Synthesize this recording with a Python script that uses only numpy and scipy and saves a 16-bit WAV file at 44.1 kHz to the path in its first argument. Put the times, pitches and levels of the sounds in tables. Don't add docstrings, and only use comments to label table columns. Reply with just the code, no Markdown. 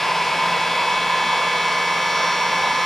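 import sys
import numpy as np
from scipy import signal
from scipy.fft import rfft, irfft, next_fast_len
from scipy.io import wavfile
from scipy.ndimage import uniform_filter1d

SR = 44100
rng = np.random.default_rng(int(sys.argv[2]) if len(sys.argv) > 2 else 0)


def wrap_up_sound(samples):
    columns = np.atleast_2d(samples).T
    tamed = np.clip(columns, -1, 1)
    steps = np.round(tamed * 32767).astype(np.int16)
    wavfile.write(sys.argv[1], SR, steps)


N = 125685
TIME_S = np.arange(N) / SR
LEFT_RIGHT = np.array([[.5], [-.5]])


def amp(db):
    return 10 ** (np.asarray(db) / 20)


def unit(x):
    return x / np.sqrt(np.mean(x ** 2) + 1e-20)


def along(points, hz):
    point_hz, value = np.transpose(points)
    return np.interp(np.log(hz + 1), np.log(point_hz + 1), value)


def curve(points):
    return np.interp(TIME_S, *np.transpose(points))


def wobble(rate_hz):
    knots = rng.standard_normal(256)
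    return np.interp(TIME_S * rate_hz, np.arange(len(knots)), knots)


def bump(middle_s, half_length_s):
    return np.exp(-((TIME_S - middle_s) / half_length_s) ** 2)


def filtered(x, response):
    size = next_fast_len(N + SR // 2)
    hz = np.fft.rfftfreq(size, 1 / SR)
    return irfft(rfft(x, size) * response(hz), size)[..., :N]


FLUTTER_DB, FLUTTER_RATE_HZ = 1, 6.77
BLUR_RAD, BLUR_RATE_HZ = .28, 23
SIDE_DB = -22


def tone(angle, level_db):
    angle = angle + rng.uniform(0, 2 * np.pi) + BLUR_RAD * wobble(BLUR_RATE_HZ)
    gain = np.sqrt(2) * amp(level_db + FLUTTER_DB * wobble(FLUTTER_RATE_HZ))
    mid = gain * np.sin(angle)
    side = gain * amp(SIDE_DB) * np.sin(angle + rng.uniform(0, 2 * np.pi))
    return np.array([mid + side, mid - side])


# time_s, speed_turns_per_s
SHAFT_SPEED = [(0, 170.75), (.2, 171.0), (.3, 170.94), (.4, 171.25), (.5, 171.21), (.7, 171.41),
               (.8, 171.65), (1.1, 172.03), (1.5, 172.26), (1.7, 172.23), (1.8, 172.44), (1.9, 172.36),
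               (2.0, 172.57), (2.2, 172.77), (2.3, 172.75), (2.4, 172.44), (2.6, 172.3), (2.85, 172.47)]
WAVER_RAD, WAVER_RATE_HZ = .012, 12


def shaft_angle():
    steady = 2 * np.pi * np.cumsum(curve(SHAFT_SPEED)) / SR
    return steady + WAVER_RAD * wobble(WAVER_RATE_HZ)


# time_s, aim (-1 to 1)
GUN_AIM = [(0, -1), (.47, -.8), (.8, -.45), (1.1, -.1), (1.42, .3), (1.74, .6), (2.3, .9), (2.85, .75)]


def gun_aim():
    return curve(GUN_AIM)


# level_db (at aim 0), slope_db_per_aim, bend_db_per_aim_squared
LOW_WHINE = [(-43.5, -1, 0), (-60, 0, -3), (-47, 0, -6), (-56, -4, 5), (-47, -1, -1), (-30, 0, 1),
             (-38, 9, -6), (-55, 3, 5), (-50, 5, -3), (-33, 3.5, -2), (-48, -4, -6), (-41, 4, 1.5),
             (-29.8, 2.2, -1.3), (-44.5, -4, 3), (-35, -2.5, -3.5), (-48, -6, 2), (-47, -2, 4),
             (-39, 1, -2), (-38.5, 0, -4), (-33.7, -1, -5), (-51, 2, 5), (-49, -3, 0), (-50, -5, -5),
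             (-53, -1, 2), (-48, 3, 2), (-51, 2, 4), (-48, -2, -4), (-48, -2, 0), (-56, 1, -4),
             (-48, -3.5, 3), (-55, -3, 3), (-46.5, 5, 1), (-48.5, 11, -1), (-55, 3, 0), (-66, 5, 0),
             (-70, 1, 6), (-65, -3, 4), (-68, -1, -1), (-53, 1, -4), (-57, -3, -3), (-53, 1, -5)]
HIGH_WHINE = [-62, -63, -64, -58, -62, -65, -64, -70, -61, -56, -60, -64, -66, -64, -71, -62, -70, -61, -65,
              -63, -64, -70, -68, -69, -65, -69, -71, -71, -76, -76, -72, -77, -67, -72, -71, -78, -73, -84,
              -80, -70, -80, -73, -78, -69]
BETWEEN_MULTIPLE = [1.7, 7.22, 9.13, 11.7, 17.7, 20.7]
BETWEEN_LEVEL = [-56, -41, -42.5, -40, -58, -56]
SWELL_MIDDLE_S, SWELL_HALF_LENGTH_S, SWELL_DB = 2.24, .15, 3.5
SWELL_FIRST_MULTIPLE = 20


def motor(shaft, aim):
    swell_db = SWELL_DB * bump(SWELL_MIDDLE_S, SWELL_HALF_LENGTH_S)
    whine = np.zeros((2, N))
    for multiple, (level_db, slope, bend) in enumerate(LOW_WHINE, start=1):
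        aimed_db = level_db + slope * aim + bend * aim ** 2
        if multiple >= SWELL_FIRST_MULTIPLE:
            aimed_db = aimed_db + swell_db
        whine += tone(multiple * shaft, aimed_db)
    for multiple, level_db in enumerate(np.ravel(HIGH_WHINE), start=len(LOW_WHINE) + 1):
        whine += tone(multiple * shaft, level_db)
    for multiple, level_db in zip(BETWEEN_MULTIPLE, BETWEEN_LEVEL):
        whine += tone(multiple * shaft, level_db)
    return whine


# frequency_hz, relative_level_db
HOUSING_COLOUR = [(20, -98), (55, -74), (105, -77.5), (150, -63.5), (250, -66.5), (320, -68), (480, -57.5),
                  (560, -58.5), (640, -55), (700, -58), (800, -57.5), (900, -49.5), (985, -45.5),
                  (1045, -48), (1080, -52.5), (1140, -58.5), (1330, -59), (1410, -57.5), (1500, -63.5),
                  (1640, -57), (1900, -65), (2200, -59.5), (2600, -64.5), (2720, -57.5), (2820, -67),
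                  (3300, -68.5), (3800, -66), (4050, -63), (5100, -72), (5900, -75), (6550, -81.5),
                  (6900, -77), (8500, -84), (8900, -84), (10500, -84.5), (11600, -88), (12200, -88),
                  (15500, -103)]
# centre_hz, width_hz, gain_db
NARROW_BANDS = [(495.5, 15, 5), (673, 6.3, -9.5), (795, 5.7, 7.5), (887, 27, 2.5), (937, 5.5, -9.5),
                (1067, 14, -8), (1646, 12, 1), (1685, 5.6, -8), (4240, 90, -5.5), (5854, 76, 8)]


def housing_gain(hz):
    narrow_db = sum(db * np.exp(-((hz - centre) / width) ** 2) for centre, width, db in NARROW_BANDS)
    return amp(along(HOUSING_COLOUR, hz) + narrow_db)


# time_s, level_db
RUSH_LEVEL = [(0, -22.5), (.5, -22), (1, -22.5), (1.9, -23), (2.2, -22.5), (2.85, -22.5)]
# frequency_hz, correlation
LIKENESS = [(30, .8), (100, .88), (160, .98), (320, .94), (470, .985), (540, .8), (760, .8), (860, .98),
            (1300, .98), (4000, .97), (5000, .75), (9000, .6), (15000, .5)]
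PATCH_DB = .96


def air():
    spectra = signal.stft(rng.standard_normal((2, N)), nperseg=512)[2]
    patches = rng.standard_normal(spectra.shape[1:])
    patches = uniform_filter1d(patches, size=4, axis=0)
    patches = uniform_filter1d(patches, size=10, axis=1)
    pair = signal.istft(spectra * amp(PATCH_DB * unit(patches)), nperseg=512)[1][:, :N]

    def mid_side_gain(hz):
        spread_rad = np.arccos(np.clip(along(LIKENESS, hz), -1, 1)) / 2
        return housing_gain(hz) * np.array([np.cos(spread_rad), np.sin(spread_rad)])

    mid, side = filtered(pair, mid_side_gain)
    return unit(np.array([mid + side, mid - side])) * amp(curve(RUSH_LEVEL))


# frequency_hz, level_db
HUM_TONES = [(60, -71.5), (120, -62)]


def hum():
    return sum(tone(2 * np.pi * hz * TIME_S, level_db) for hz, level_db in HUM_TONES)


RUMBLE_MIDDLE_S, RUMBLE_HALF_LENGTH_S = 1.07, .22
RUMBLE_DB, RUMBLE_TOP_HZ = -57, 45


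def rumble():
    noise = rng.standard_normal(N)
    deep = unit(filtered(noise, lambda hz: (hz > 20) / (1 + (hz / RUMBLE_TOP_HZ) ** 4)))
    return amp(RUMBLE_DB) * deep * bump(RUMBLE_MIDDLE_S, RUMBLE_HALF_LENGTH_S)


DRIFT_DB_PER_AIM = -.4


def scene():
    shaft, aim = shaft_angle(), gun_aim()
    gun = motor(shaft, aim) + air()
    pan = amp(DRIFT_DB_PER_AIM * aim * LEFT_RIGHT)
    return gun * pan + hum() + rumble()


# frequency_hz, left_lead_rad
PORT_LEAD = [(100, .08), (500, .18), (900, .04), (4000, .06), (5500, .4), (10000, 1.25), (15000, 3)]
# frequency_hz, left_over_right_db
PORT_LEAN = [(80, .8), (170, 1.9), (230, -.4), (580, .5), (950, -1.4), (2300, 1.4), (3500, -.2)]
TOP_HZ = 15515


def record(dry):
    def ports(hz):
        gain = amp(LEFT_RIGHT * along(PORT_LEAN, hz))
        phase = np.exp(1j * LEFT_RIGHT * along(PORT_LEAD, hz))
        return gain * phase * (hz < TOP_HZ)

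    return filtered(dry, ports)


dry = scene()
out = record(dry)
wrap_up_sound(out)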